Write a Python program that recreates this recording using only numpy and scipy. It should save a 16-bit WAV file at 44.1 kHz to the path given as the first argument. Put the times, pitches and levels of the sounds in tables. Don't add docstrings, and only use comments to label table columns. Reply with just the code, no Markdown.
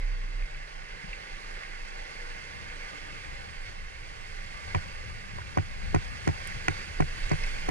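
import sys
import numpy as np
from scipy import signal
from scipy.fft import rfft, irfft, next_fast_len
from scipy.io import wavfile
from scipy.ndimage import uniform_filter1d

SR = 44100
rng = np.random.default_rng(int(sys.argv[2]) if len(sys.argv) > 2 else 0)


def field_ratio(decibels):
    return 10 ** (np.asarray(decibels, dtype=float) / 20)


def to_wav(sig):
    pcm = np.clip(np.atleast_2d(sig), -1, 1) * 32767
    pcm = np.round(pcm).astype(np.int16)
    wavfile.write(sys.argv[1], SR, pcm.T)


N = 339570
T = np.arange(N) / SR


def evened(x):
    return x / np.sqrt(np.mean(x ** 2) + 1e-20)


def read(points, hz):
    f, *columns = np.transpose(points)
    return [np.interp(np.log(hz + 1), np.log(f + 1), c) for c in columns]


def follow(rows, t):
    s, *columns = np.transpose(rows)
    return [np.interp(t, s, c) for c in columns]


def wander(smooth_s):
    size = int(smooth_s * 1000)
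    drift = rng.standard_normal(7800)
    for _ in range(2):
        drift = uniform_filter1d(drift, size)
    return np.interp(T * 1000, np.arange(len(drift)), evened(drift))


def add(mix, s, sound):
    part = mix[round(s * SR):][:len(sound)]
    part += sound[:len(part)]


def ring(modes, spread, rise_s=0.00089):
    t = np.arange(3000) / SR
    hz, db, t60 = np.transpose(modes)[:, :, None]
    hz = hz * (1 + spread * rng.standard_normal(hz.shape))
    partials = field_ratio(db - 60 * t / t60) * np.sin(2 * np.pi * hz * t)
    sound = partials.sum(0) * (1 - np.exp(-t / rise_s))
    return sound / abs(sound).max()


def ports(x, table):
    size = next_fast_len(N + 4096)
    lead, tilt_db = read(table, np.fft.rfftfreq(size, 1 / SR))[-2:]
    spectrum = rfft(x, size)
    left = spectrum * field_ratio(tilt_db / 2)
    right = spectrum * field_ratio(-tilt_db / 2) * np.exp(1j * lead)
    return irfft([left, right], size)[:, :N]


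# (frequency [Hz], likeness [0-1], right lead [rad], left over right [dB])
AIR_PORTS = [(29.5, 0.93, -3.5, 10), (86.5, 0.92, 0, 1), (173, 0.36, -1.5, 6.5), (236, 1, -2.5, -3),
             (423, 0.58, -1, -6.5), (556, 0.98, 1, -1), (839, 0.97, 3.5, -1.5), (1157, 1, 4, -1.5),
             (1420, 0.67, 4.5, -1.5), (2100, 0.7, 5, -6.5), (3260, 0.8, 4.5, -2.5), (4930, 1, 4, -11),
             (7140, 0.05, 3, -12.5), (15000, 0, 4, -9)]


def hiss(shape_db, size, patchy_db, flicker_db):
    hop = size // 4
    frames, hz = N // hop + 5, np.fft.rfftfreq(size, 1 / SR)[:, None]
    a, b, c, d, patches = rng.standard_normal((frames, len(hz), 5)).T
    patches = uniform_filter1d(patches, size=8, axis=0)
    patches = evened(uniform_filter1d(patches, size=10, axis=1))
    flicker = rng.standard_normal((frames, len(hz))).T
    flicker = evened(uniform_filter1d(flicker, size=160, axis=0))
    same, lead, tilt_db = read(AIR_PORTS, hz)
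    same = np.clip(same, 0, 1)
    right = a + 1j * b
    left = same * right + np.sqrt(1 - same ** 2) * (c + 1j * d)
    left = left * field_ratio(tilt_db) * np.exp(-1j * lead)
    db = shape_db(np.arange(frames) * hop / SR, hz) + patchy_db * patches + flicker_db * flicker
    spectra = np.array([left, right]) * field_ratio(db) / np.sqrt(size)
    return signal.istft(spectra, nperseg=size, noverlap=size - hop)[1][:, :N]


# (start [s], length [s], level [dB], sway [Hz])
GUSTS = [(-.1, 0.45, -30, 28.9), (0.309, .18, -30.5, 29.3), (0.481, 0.21, -39.5, 27.1),
         (0.692, 0.19, -41.5, 25.1), (0.876, 0.12, -39, 26.98), (1.005, 0.23, -46.5, 28.7),
         (1.283, 0.12, -41.5, 26.2), (1.417, 0.2, -41, 24.9), (1.625, 0.46, -41, 25.2),
         (2.136, 0.28, -41.5, 25.51), (2.412, 0.13, -48, 24.8), (2.622, 0.29, -44, 23.76),
         (2.948, 0.28, -50, 24.14), (3.25, 0.22, -47, 23.57), (3.537, .14, -39, 23.55),
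         (3.682, 0.24, -45.5, 23.8), (3.936, 0.21, -45, 23.57), (4.154, .13, -43, 23.6),
         (4.27, .3, -42.5, 23.63), (4.63, 0.25, -46, 23.3), (4.894, 0.17, -44, 23.7),
         (5.062, 0.36, -47, 23.8), (5.598, 0.28, -43, 22.03), (5.83, 0.21, -37.5, 22.76),
         (6.383, 0.47, -44, 22.2), (6.931, 0.24, -31.5, 24.83), (7.19, .11, -27, 25.04),
         (7.288, .1, -26, 24.1), (7.357, 0.22, -29.5, 22.2), (7.535, .3, -35.5, 21)]


def sway():
    edge_s, calm_db, flutter_db = 0.066, -56.5, 2.5
    start, length, level_db, gust_hz = np.transpose(GUSTS)[:, :, None]
    t = T[::100]
    edge = np.clip(np.minimum(t - start, start + length - t) / edge_s, 0, 1)
    push = field_ratio(level_db) * np.sin(np.pi / 2 * edge) ** 2 + 1e-9
    hz = np.interp(T, t, (push * gust_hz).sum(0) / push.sum(0))
    level = np.interp(T, t, push.sum(0)) * field_ratio(flutter_db * wander(0.026)) + field_ratio(calm_db)
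    turns = np.cumsum(hz + 1.384 * wander(0.049)) / SR
    own_left, own_right = [1 + 0.12 * wander(0.05) for _ in "lr"]
    slip = 0.22 * wander(0.06)
    left = 0.77 * own_left * np.cos(2 * np.pi * turns + slip)
    right = own_right * np.cos(2 * np.pi * turns - slip)
    return level * field_ratio(4.0) * np.array([left, right])


# (time [s], roughness [dB], spray [dB])
ROAD = [(0.0, -49, -47.5), (0.34, -63, -47.5), (0.75, -69, -47), (1.2, -55.5, -45), (1.7, -56.5, -45),
        (2.1, -61, -44.5), (2.64, -43, -45), (2.9, -55, -43.5), (3.34, -43.5, -45), (3.88, -49.5, -47.5),
        (4.59, -46.5, -44.5), (4.78, -39.5, -43), (4.97, -45, -45.5), (5.7, -39, -46), (6.5, -41, -41.5),
        (7.06, -40.5, -43), (7.23, -40.5, -40.5), (7.7, -40, -41)]
# (frequency [Hz], level [dB])
RUMBLE_COLOUR = [(15, -22), (35, 0.5), (60, 6), (100, 2), (150, -7), (200, -7), (260, -10), (600, -52)]


def rumble():
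    def shape_db(t, hz):
        return read(RUMBLE_COLOUR, hz)[0] + follow(ROAD, t)[0] + 20
    even = hiss(shape_db, size=2048, patchy_db=1.2, flicker_db=0.6)
    lumps_db = 1.5 * wander(0.046)
    return even * field_ratio(lumps_db)


# (frequency [Hz], level [dB])
SPRAY_COLOUR = [(100, -12), (250, -11), (480, -7.5), (650, -12), (1000, -3.5), (1400, -2.5), (2000, 0),
                (3000, -8), (3800, -12), (5000, -9.5), (7000, -20), (10000, -25), (11500, -33.5),
                (15000, -44.5)]
# (frequency [Hz], width [Hz], gain [dB])
CASE_HOLLOWS = [(776, 116, 9.5), (1025, 98, -3), (1314, 61, -27.5), (1442, 270, 1.5), (2127, 170, 5.5),
                (2570, 54, -7.5), (2633, 120, 7), (3160, 235, 0.5), (4510, 450, 4), (5430, 205, -3.5),
                (6500, 1200, 2.5), (9000, 3600, 4)]
# (time [s], length [s], gain [dB])
PUDDLES = [
    (1.501, 0.22, 1),
    (2.296, .3, 0.5),
    (3.678, .08, 1.5),
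    (4.298, .3, 0.5),
    (5.9, 0.21, 0),
    (6.554, 0.18, -0.5),
    (6.782, 0.12, 1.5),
    (7.45, 0.18, 1.5),
]


def spray():
    dull_db, brighter_per_s = -1.5, 0.18

    def shape_db(t, hz):
        hollows_db = sum(db / (1 + (2 * (hz - f) / w) ** 2) for f, w, db in CASE_HOLLOWS)
        puddles_db = sum(db * np.exp(-(2 * (t - s) / length) ** 2) for s, length, db in PUDDLES)
        level_db = follow(ROAD, t)[1] + puddles_db + 18
        tilt_db = (dull_db + brighter_per_s * t) * np.log2((hz + 200) / 2200)
        return read(SPRAY_COLOUR, hz)[0] + hollows_db + level_db + tilt_db
    return hiss(shape_db, size=1024, patchy_db=0.98, flicker_db=0.9)


# (start [s], end [s], first pitch [Hz], last pitch [Hz], top level [dB])
WHINES = [(1.5, 2.65, 805, 880, -55), (3.15, 3.55, 855, 795, -61), (4.6, 7.9, 795, 812, -62),
          (1.25, 1.75, 1170, 1230, -57), (2.6, 3.45, 1195, 1228, -56), (4.25, 4.95, 1152, 1188, -58),
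          (4.9, 5.7, 1188, 1228, -57), (2.2, 3.45, 295, 295, -62), (-.1, 1, 146, 147, -60),
          (1.7, 3.45, 475, 485, -63), (-.2, 1.3, 2085, 2090, -60), (5.65, 6.15, 45, 43, -40),
          (5.7, 6.6, 1205, 1235, -60), (2.05, 2.95, 2110, 2110, -57)]


def whines():
    out = np.zeros(N)
    for start, end, from_hz, to_hz, top_db in WHINES:
        u = (T - start) / (end - start)
        on = (u > 0) & (u < 1)
        hz = from_hz + (to_hz - from_hz) * u[on] + 2.18 * wander(0.04)[on]
        turns = np.cumsum(hz) / SR
        level_db = top_db - 8 * (2 * u[on] - 1) ** 2
        level_db = level_db + 1.5 + 3 * wander(0.04)[on]
        out[on] += field_ratio(level_db) * np.sin(2 * np.pi * turns)
    return ports(out, AIR_PORTS)


def buffet():
    centre_hz, wide_hz, start_db, grows_db_per_s = 39, 13, -22, 0.6

    def shape_db(t, hz):
        return start_db + grows_db_per_s * t - 12 * ((hz - centre_hz) / wide_hz) ** 2
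    return hiss(shape_db, size=4096, patchy_db=1.5, flicker_db=1.0)[1]


# (time [s], peak level [dB], pitch [Hz], t60 [s])
DROPS = [(.278, -40, 2070, 0.013), (0.423, -33, 2100, 0.017), (0.546, -35.5, 2260, 0.02),
         (1.039, -37, 168, 0.13), (1.13, -27.5, 2320, 0.026), (1.634, -30.5, 2169, 0.011),
         (2.7, -32, 2200, 0.012), (3.247, -32.5, 2100, 0.015), (5.417, -33.5, 1636, 0.018),
         (5.816, -37, 1162, 0.0182), (6.4737, -28.5, 8860, 0.0038), (6.4734, -46, 12000, 0.00276),
         (6.4737, -33, 3610, .004), (6.4737, -36, 5600, .004), (7.69, -42, 9000, 0.0085),
         (7.69, -49.5, 13220, 0.0068), (6.472, -35, 2068, .01), (6.521, -28, 1910, 0.024),
         (7.295, -34, 6500, 0.0092), (7.296, -42, 4600, 0.0039), (7.437, -27.5, 2170, 0.032),
         (7.437, -33, 4930, 0.009)]


def drops():
    out = np.zeros(N)
    for s, db, hz, t60 in DROPS:
        cluster = [(hz * 0.88, -3, t60), (hz, 0, t60), (hz * 1.15, -2, t60)]
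        add(out, s, field_ratio(db) * ring(cluster, spread=0.02, rise_s=1.5 / hz))
    return ports(out, AIR_PORTS)


# (frequency [Hz], right lead [rad], left over right [dB])
SHELL_PORTS = [(40, 0, 0), (92, -.9, -1), (148, -2.1, 0), (275, -3.1, 0), (325, -3.3, -2), (365, -4.3, -8),
               (410, -4.6, 4), (480, -3.7, -2), (760, -3.9, -2), (900, -3.1, 0), (1100, -2.2, -1),
               (2100, -1, -4), (5000, -3, -11), (15000, -.6, -7)]
# (frequency [Hz], level [dB], t60 [s])
BODY = [(240, -14.5, 0.023), (295, -5, 0.058), (340, -6.5, 0.047), (408, -8.5, 0.044), (526.5, 2.5, 0.014),
        (626, -2, 0.019), (712, -4.5, 0.028), (758, -11, 0.047), (965, -6, 0.044), (1012, -15, 0.04)]
# (frequency [Hz], level [dB], t60 [s])
PLATE = [(1250, -14, .01), (1500, -5, .016), (1660, -7, .01), (1790, -5, .012), (1930, -2, .017),
         (2080, -3, .009), (2270, -2, .013), (2480, -7, .007), (2780, -13, .007)]
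# (frequency [Hz], level [dB], t60 [s])
CLICK = [(4600, -3.5, 0.015), (5800, 1.5, 0.0082), (6500, -4, 0.011), (8800, -5, 0.0069),
         (12500, -24, 0.0021)]
# (time [s], body level [dB], arm level [dB], seat level [dB], hardness [dB per octave])
BLOWS = [
    (4.7472, -15.5, -25.5, -24, 12),
    (5.385, -23.5, -44, -39, 6),
    (5.5725, -9, -23.5, -22.5, 3.5),
    (5.945, -7, -20.5, -23, -1),
    (6.2741, -10, -22.5, -22.5, -3),
    (6.6825, -14, -29, -29, -10),
    (7.0024, -7.5, -19, -28, -1),
    (7.3141, -11, -20, -28, -0.5),
    (7.687, -12, -40, -22, -0.5),
]
# (time [s], plate level [dB], click level [dB], body level [dB], sharpness [dB per octave])
CRACKS = [(4.7488, -16.5, -34, -39, 7), (4.758, -28.5, -45.5, -19.5, -2), (4.767, -38, -50, -30, 0),
          (5.385, -37, -46, -30, -9), (5.575, -22, -35.5, -44, 1), (5.585, -19, -46.5, -15.5, -21),
          (5.948, -18.5, -27.5, -45, -4), (5.961, -21, -44, -17, -15), (6.277, -18, -27.5, -27, -9),
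          (6.289, -26, -43.5, -14.5, -5), (6.683, -8, -24, -12.5, -6), (7.006, -19.5, -32, -39, 0),
          (7.023, -20, -44, -19.5, -14), (7.318, -23.5, -32, -20, -2), (7.332, -42, -42, -20.5, 0),
          (7.69, -20.5, -32, -33.5, 0)]


def knocks():
    arm_hz, seat_hz, seat_lag_s = 146.4, 93.6, 0.023
    out, t = np.zeros(N), np.arange(4000) / SR
    pad = signal.windows.hann(18)
    pad = pad / pad.sum()
    held = np.exp(-t / 0.081 - (t / 0.0445) ** 4)
    late = np.exp(-((t - seat_lag_s) / 0.018) ** 2)
    for s, body_db, arm_db, seat_db, hard_db in BLOWS:
        body = [(hz, db + hard_db * np.log2(hz / 500), t60) for hz, db, t60 in BODY]
        arm = held * np.sin(2 * np.pi * arm_hz * rng.uniform(1.0, 1.02) * t)
        seat = late * np.sin(2 * np.pi * seat_hz * rng.uniform(0.92, 1.03) * t)
        add(out, s, field_ratio(body_db) * np.convolve(ring(body, spread=0.015), pad))
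        add(out, s, -field_ratio(arm_db) * arm)
        add(out, s, field_ratio(seat_db) * seat)
    for s, plate_db, click_db, body_db, sharp_db in CRACKS:
        plate = [(hz, db + sharp_db * np.log2(hz / 1930), t60) for hz, db, t60 in PLATE]
        add(out, s, field_ratio(plate_db) * ring(plate, spread=0.02, rise_s=0.0006))
        add(out, s, field_ratio(click_db) * ring(CLICK, spread=0.04, rise_s=0.00005))
        add(out, s, -field_ratio(body_db) * np.convolve(ring(BODY, spread=0.03), pad))
    return ports(out, SHELL_PORTS)


def scene():
    return sway() + rumble() + spray() + whines() + buffet() + drops() + knocks()


def low_pass(x):
    return signal.sosfilt(signal.butter(12, 15280, fs=SR, output="sos"), x)


def record(dry):
    edge = signal.firwin(255, 14900, fs=SR)
    mix = signal.oaconvolve(dry, edge[None], "same")
    return low_pass(mix)


dry = scene()
out = record(dry)
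to_wav(out)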